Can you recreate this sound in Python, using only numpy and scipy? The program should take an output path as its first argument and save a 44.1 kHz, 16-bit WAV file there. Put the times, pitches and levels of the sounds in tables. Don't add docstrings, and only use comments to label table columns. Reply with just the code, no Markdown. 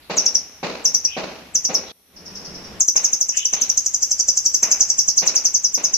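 import sys
import numpy as np
from scipy import signal
from scipy.fft import rfft, irfft, next_fast_len
from scipy.io import wavfile
from scipy.ndimage import uniform_filter1d, minimum_filter1d

SR = 44100
rng = np.random.default_rng(int(sys.argv[2]) if len(sys.argv) > 2 else 0)


def bounce(signal):
    frames = np.transpose(np.atleast_2d(signal))
    limited = np.clip(frames, -1, 1)
    pcm = np.round(limited * 32767).astype(np.int16)
    wavfile.write(sys.argv[1], SR, pcm)


N = 263277
TIME_S = np.arange(N) / SR
TAIL_S = TIME_S[:SR]
LEAD_S = .04


def caged_bird(voice_db=33, room_db=-1.5, rasp_db=1, shimmer_db=-10.5, room_carryover=.91):
    # centre in s, relative level in dB, pitch in Hz, length factor, hoarseness 0-1.
    chips = [(0.181, -7, 5860, 1.27, 0), (0.2645, -6, 5680, 0.89, 0), (0.3545, -6.5, 5690, 0.94, 0),
             (0.8568, -5, 5880, 1.06, 0), (0.9487, -7, 5800, 0.64, 0), (1.0521, -8.5, 5600, 0.74, 0),
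             (1.557, -7.5, 5990, 1.13, 0), (1.651, -10, 5890, 0.85, 0), (1.7504, -8.5, 5640, 1.08, 0),
             (2.809, -8.5, 6360, 0.92, 0), (2.8854, -9, 6030, 0.85, 0), (2.967, -8.5, 5990, 0.84, 0),
             (3.0489, -9.5, 6050, 1.14, 0.06), (3.1344, -11.5, 6090, 0.9, 0),
             (3.2137, -11, 6090, 1.05, 0.16), (3.293, -14, 6130, 0.85, 0.14),
             (3.374, -12.5, 6310, 0.86, 0.55), (3.4563, -11.5, 5990, 0.83, 0.4),
             (3.5357, -12.5, 6150, 0.9, 0), (3.62, -11, 6060, 0.95, 0), (3.6996, -11, 6045, 0.86, 0.12),
             (3.778, -10.0, 6150, 0.7, 0), (3.8644, -13, 6240, 0.69, 0.48),
             (3.946, -12.5, 6100, 0.85, 0.41), (4.0307, -11, 6040, 1.17, 0.56),
             (4.1166, -11.3, 6030, 0.9, 0.5), (4.202, -10.5, 5930, 1.08, 0.55),
             (4.2883, -7.5, 5970, 0.87, 0.4), (4.3761, -11, 6140, 0.86, 0.5), (4.4612, -9, 5905, 0.95, 0.5),
             (4.549, -10, 5925, 1.1, 0.54), (4.6339, -9, 6020, 0.95, 0.3), (4.7187, -8, 6010, 0.95, 0.4),
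             (4.811, -6.5, 6000, 0.85, 0.41), (4.903, -10.5, 5880, 1.12, 0.61),
             (4.9917, -7.5, 6090, 1.15, 0.43), (5.0869, -9.5, 6000, 1.15, 0.37),
             (5.1805, -7, 5920, 1.25, 0), (5.2751, -9, 5980, 1.25, 0.45), (5.3627, -9, 5940, 1.12, 0.06),
             (5.4563, -8.5, 5980, 1.2, 0), (5.55, -9, 5980, 1.15, 0), (5.649, -9.5, 5850, 1.32, 0),
             (5.7482, -11.5, 6000, 1.45, 0), (5.847, -10.5, 6000, 1.24, 0.04),
             (5.942, -10.5, 5810, 1.07, 0.25)]
    # time in s, depth factor of the chip's final dive.
    dives = [(.26, 0.95), (.4, 0.92), (4.9, 0.96), (5.0, 1.22), (5.28, 1.27), (5.37, 1)]
    # time in s, left minus right in dB.
    facing = [(.3, 1.5), (.9, 2), (2.88, 2.3), (3.12, 2), (3.45, 1.5), (3.87, 0.5), (5.5, 1)]
    # time in s, relative puff level in dB.
    puffs = [(.3, -30.5), (1.65, -23), (2.89, -23), (3.1, -21.5), (3.85, -24), (4.9, -26), (5.9, -27)]
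    click_db, clicks_until_s = -23.5, 2.85
    lowpass = signal.butter(16, 13200, fs=SR, output="sos")
    out, room = np.zeros((2, N)), None
    for s, db, hz, length, hoarse in chips:
        fresh = reverb(t60_s=.19, late_t60_s=1, late_db=-22.5, build_s=.0031)
        room = fresh if room is None else room_carryover * room + np.sqrt(1 - room_carryover ** 2) * fresh
        centre_s, tone = chip(hz, length, waver=.0079 + .03 * hoarse, start_db=7 * hoarse,
                              dive=lookup(dives, s))
        voice = from_db(rasp_db) * hoarse ** 3 * burst(4900, 7610, rise_s=.015, fall_s=.0024, order=5)
        add(voice, LEAD_S - centre_s, tone[None])
        voice = signal.sosfilt(lowpass, voice)
        path = cage_path(from_db(room_db) * room, pan_db=lookup(facing, s))
        shimmer = band(reverb(t60_s=.34, late_t60_s=.63, late_db=-15.5, build_s=.013), 11000, 13200)
        heard = signal.fftconvolve(voice, path + from_db(shimmer_db) * shimmer, axes=1)
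        add(out, s - LEAD_S, from_db(db + voice_db) * heard / np.linalg.norm(heard))
        puff = from_db(lookup(puffs, s) + rng.standard_normal()) * burst(120, 720, .0029, .0039)
        click = (s < clicks_until_s) * from_db(click_db) * burst(1300, 4900, .0018, .0017)
        pop = puff + click
        pop_in_room = from_db(-3) * signal.fftconvolve(pop, room[:, :SR // 4], axes=1)
        add(pop_in_room, 0, pop)
        add(out, s - LEAD_S, from_db(db) * pop_in_room)
    return out


def chip(hz, length, waver, start_db, dive, flutter_db=3, sparkle_db=5.5):
    # unstretched time from centre in s, pitch ratio before the dive factor.
    sweep = [(-.022, 1.39), (-.012, 1.28), (-.008, 1.17), (-.004, 1.07), (0, 1.0), (.003, .92),
             (.0055, .82), (.008, .76)]
    # unstretched time from centre in s, relative level in dB.
    swell = [(-.022, -65), (-.016, -37), (-.012, -27), (-.008, -15.5), (-.004, -5), (-.001, 1),
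             (.002, -0.5), (.005, -12), (.008, -21)]
    # overtone in Hz, gain in dB.
    overtone = [(9000, -57), (10500, -36), (11800, -34), (12800, -24), (13400, -39.5), (14500, -58.5)]
    t = np.arange(sweep[0][0] * length, sweep[-1][0] * length, 1 / SR) / length
    depth = np.where(t > 0, dive, 1)
    pitch_hz = hz * lookup(sweep, t) ** depth * (1 + waver * wobble(len(t), top_hz=510))
    phase = 2 * np.pi * np.cumsum(pitch_hz) / SR
    octave_db = at_hz(overtone, 2 * pitch_hz) + sparkle_db * wobble(len(t), top_hz=365)
    tone = np.sin(phase) + from_db(octave_db) * np.sin(2 * phase)
    level_db = lookup(swell, t) / depth + start_db * np.clip(-t / .022, 0, 1)
    level_db += flutter_db * wobble(len(t), top_hz=410)
    return -t[0] * length, from_db(level_db) * tone * signal.windows.tukey(len(t), .1)


def burst(low_hz, high_hz, rise_s, fall_s, order=2):
    t = TIME_S[:int(2 * LEAD_S * SR)] - LEAD_S
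    noise = rms_one(band(rng.standard_normal((1, len(t))), low_hz, high_hz, order))
    return noise * np.exp(-abs(t) / np.where(t < 0, rise_s, fall_s))


def cage_path(room, pan_db, direct_db=-3):
    # mean delay in s, gain in dB.
    reflections = [(.0013, -4), (.0032, -8.5), (.0105, -14.5), (.016, -10.5)]
    path = room.copy()
    path[[0, 1], [rng.integers(1, 3), 0]] += from_db(direct_db)
    for delay_s, db in reflections:
        lags_s = abs(delay_s * (1 + .12 * rng.standard_normal()) + .0003 * rng.standard_normal(2))
        path[[0, 1], (lags_s * SR).astype(int)] += from_db(db) * rng.choice([-1, 1], 2)
    return path * from_db([[pan_db / 2], [-pan_db / 2]])


def hammer(body_hz=1300, damping_hz=1500, rise_s=.00393, treble_rise_s=.0062, thud_db=2.25):
    # time in s, level in dB, low body gain in dB, upper edge in Hz, ringing gain in dB.
    blows = [(0.097, -27, 3, 8950, 5.5), (.629, -27, 4.5, 9100, 6.5), (1.166, -29.5, 6.5, 8900, 6),
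             (1.69, -34, 7.5, 9000, 8), (2.954, -32, -7.5, 3520, -7), (3.527, -32, -7, 4000, -5),
             (4.626, -26.5, -10, 2540, -18), (5.219, -28.5, -4, 3540, -3), (5.775, -35, -0.5, 4000, -1.5)]
    # frequency in Hz, relative spectral density in dB.
    colour = [(60, -19.5), (120, -19.5), (190, 0.5), (350, -3), (500, -2.5), (750, -1.5), (1000, -6),
              (1300, -7), (1800, -9), (2500, -3.5), (3300, -11.5), (4200, -5.5), (6500, -13), (9000, -40),
              (15000, -58.5)]
    knock_db, knock_s = 2.5, .024
    knock = from_db(knock_db * np.exp(-TAIL_S / knock_s))
    envelope = knock * decay(t60_s=.83, late_t60_s=.98, late_db=-2)
    attack = 1 - np.exp(-(TAIL_S / rise_s) ** 2)
    out, echoes = np.zeros((2, N)), diffuse(colour, len(TAIL_S))
    for s, db, body_db, top_hz, ring_db in blows:
        thud = .95 * echoes + .3 * diffuse(colour, len(TAIL_S))
        thud = band(thud, 16, top_hz, order=3)
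        thud += (from_db(body_db) - 1) * band(thud, 26, body_hz, order=1)
        dull = band(thud, 20, damping_hz, order=1)
        thud = dull + (thud - dull) * (1 - np.exp(-TAIL_S / treble_rise_s))
        echo_clumps = from_db(1.77 * wobble(len(TAIL_S), top_hz=71))
        blow = from_db(thud_db) * thud * envelope * echo_clumps + from_db(ring_db) * ringing()
        add(out, s - rise_s / 2, from_db(db) * blow * attack)
    return out


def ringing(vary_db=2, spread_rad=.27):
    # frequency in Hz, relative level in dB, T60 in s.
    modes = [(249.7, -17.5, 1.1), (307, -9, 0.43), (410, -12, 0.86), (477, -12, .8), (525, -9, 0.71),
             (581, -5, 0.34), (647, -10, 0.67), (772, -4.5, 0.21), (828, -7.5, 0.33), (933, -3, .15),
             (986, -16.5, .8), (1083, -9.5, .45), (1270, -15, 0.41)]
    out = 0
    for hz, db, t60_s in modes:
        phase = 2 * np.pi * rng.random() + spread_rad * rng.standard_normal((2, 1))
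        envelope = from_db(db + vary_db * rng.standard_normal() - 60 * TAIL_S / t60_s)
        out = out + envelope * np.sin(2 * np.pi * hz * TAIL_S + phase)
    return out


def answering_bird(start_s=2.162, gap_s=.0955, count=6, peak_s=2.405, peak_db=-20.5, fade_db_per_s2=101.5):
    out = np.zeros((2, N))
    for s in start_s + gap_s * np.arange(count):
        db = peak_db - fade_db_per_s2 * (s - peak_s) ** 2
        centre_s, tone = chip(hz=5495, length=1.2, waver=.032, start_db=-17, dive=1.03)
        echoes = reverb(t60_s=.25, late_t60_s=1, late_db=-9.5, build_s=.0023)
        add(out, s - centre_s, from_db(db) * signal.fftconvolve(tone[None], echoes, axes=1))
    return out


def far_whistles(gain_db=18.5):
    # start in s, length in s, start pitch in Hz, end pitch in Hz, relative level in dB.
    whistles = [(0.003, 0.071, 3980, 3980, -62.5), (1.059, 0.11, 2480, 3187, -45.5),
                (1.838, 0.1, 3636, 4100, -52), (3.304, 0.15, 2440, 3330, -46),
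                (3.55, 0.11, 3070, 4410, -52)]
    out = np.zeros((2, N))
    for s, length_s, start_hz, end_hz, db in whistles:
        size = int(length_s * SR)
        hz = np.linspace(start_hz, end_hz, size) * (1 + .11 * wobble(size, top_hz=300))
        envelope = signal.windows.tukey(size, .5) * rms_one(from_db(5 * wobble(size, top_hz=91)))
        tone = envelope * np.sin(2 * np.pi * np.cumsum(hz) / SR)
        echoes = reverb(t60_s=.142, late_t60_s=1, late_db=-13, build_s=.0026)
        add(out, s, from_db(db + gain_db) * signal.fftconvolve(tone[None], echoes, axes=1))
    return out


def background():
    # time in s, level in dB.
    levels = [(0, -47.5), (1.92, -44), (2.1, -50), (2.3, -45), (2.78, -42), (2.86, -52), (4.2, -46.5),
              (5.97, -48)]
    # frequency in Hz, relative spectral density in dB.
    colour = [(25, -10.5), (70, 9.5), (110, 1.5), (175, -1), (300, -4), (700, -3.5), (1300, -4.5),
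              (2600, -3), (4000, -8), (7000, -15), (12000, -31.5), (16000, -56.5)]
    return gain_curve(levels) * diffuse(colour, next_fast_len(N))[:, :N]


def rumble():
    # time in s, level in dB.
    levels = [(0, -56), (1.9, -82), (2.15, -45.5), (2.5, -39), (2.78, -39), (2.86, -65), (5.97, -60.5)]
    # frequency in Hz, relative spectral density in dB.
    colour = [(22, -8), (35, -28), (70, -5.5), (108, -18), (150, -8), (178, 1), (215, -4), (320, -8.5),
              (440, -8), (850, -15.5), (2000, -22.5), (5000, -82)]
    return gain_curve(levels) * diffuse(colour, next_fast_len(N))[:, :N]


def microphone_hiss(low_hz=9530, high_hz=13600):
    # time in s, gain in dB.
    gains = [(0, -51.5), (2, -53), (2.75, -53), (2.9, -52.5), (5.97, -57.5)]
    return gain_curve(gains) * band(rng.standard_normal((2, N)), low_hz, high_hz)


def diffuse(colour, size):
    # frequency in Hz, channel correlation 0-1.
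    likeness = [(50, .72), (200, .84), (500, .7), (1000, .45), (2000, .25), (5000, .05)]
    hz = np.fft.rfftfreq(size, 1 / SR)
    alike = at_hz(likeness, hz)
    mid, side = rfft(rng.standard_normal((2, size)))
    pair = np.sqrt(1 + alike) * mid + np.sqrt(1 - alike) * side * [[1], [-1]]
    return rms_one(irfft(pair * from_db(at_hz(colour, hz)), size))


def reverb(t60_s, late_t60_s, late_db, build_s):
    build = 1 - np.exp(-(TAIL_S / build_s) ** 2)
    echoes = rng.standard_normal((2, len(TAIL_S))) * decay(t60_s, late_t60_s, late_db) * build
    return rms_one(echoes) / np.sqrt(len(TAIL_S))


def decay(t60_s, late_t60_s, late_db):
    return np.hypot(from_db(-60 * TAIL_S / t60_s), from_db(late_db - 60 * TAIL_S / late_t60_s))


def wobble(size, top_hz):
    return rms_one(band(rng.standard_normal(size), top_hz / 4, top_hz))


def band(x, low_hz, high_hz, order=2):
    return signal.sosfilt(signal.butter(order, [low_hz, high_hz], "band", fs=SR, output="sos"), x)


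def add(out, start_s, sound):
    start = max(int(start_s * SR), 0)
    part = sound[:, :N - start]
    out[:, start:start + part.shape[1]] += part


def lookup(rows, x):
    return np.interp(x, *np.transpose(rows))


def at_hz(rows, hz):
    row_hz, values = np.transpose(rows)
    return np.interp(np.log(hz + 1), np.log(row_hz), values)


def gain_curve(rows):
    return from_db(lookup(rows, TIME_S))


def from_db(db):
    return 10 ** (np.asarray(db) / 20)


def rms_one(x):
    return x / np.sqrt(np.mean(x ** 2) + 1e-20)


def scene():
    # time in s, gain in dB.
    dropout = [(1.917, -4.5), (1.923, -27), (2.05, -17.5), (2.17, -5.5), (2.3, -2)]
    ambience = background() + rumble()
    hiss = microphone_hiss()
    birds = caged_bird() + answering_bird() + far_whistles()
    return (birds + hammer() + ambience) * gain_curve(dropout) + hiss


def record(dry):
    window_samples, cutoff_hz = 90, 15900
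    gain = np.minimum(1, 1 / (abs(dry).max(axis=0) + 1e-9))
    gain = uniform_filter1d(minimum_filter1d(gain, size=2 * window_samples), size=window_samples)
    return signal.sosfilt(signal.cheby2(14, 70, cutoff_hz, fs=SR, output="sos"), dry * gain)


dry = scene()
out = record(dry)
bounce(out)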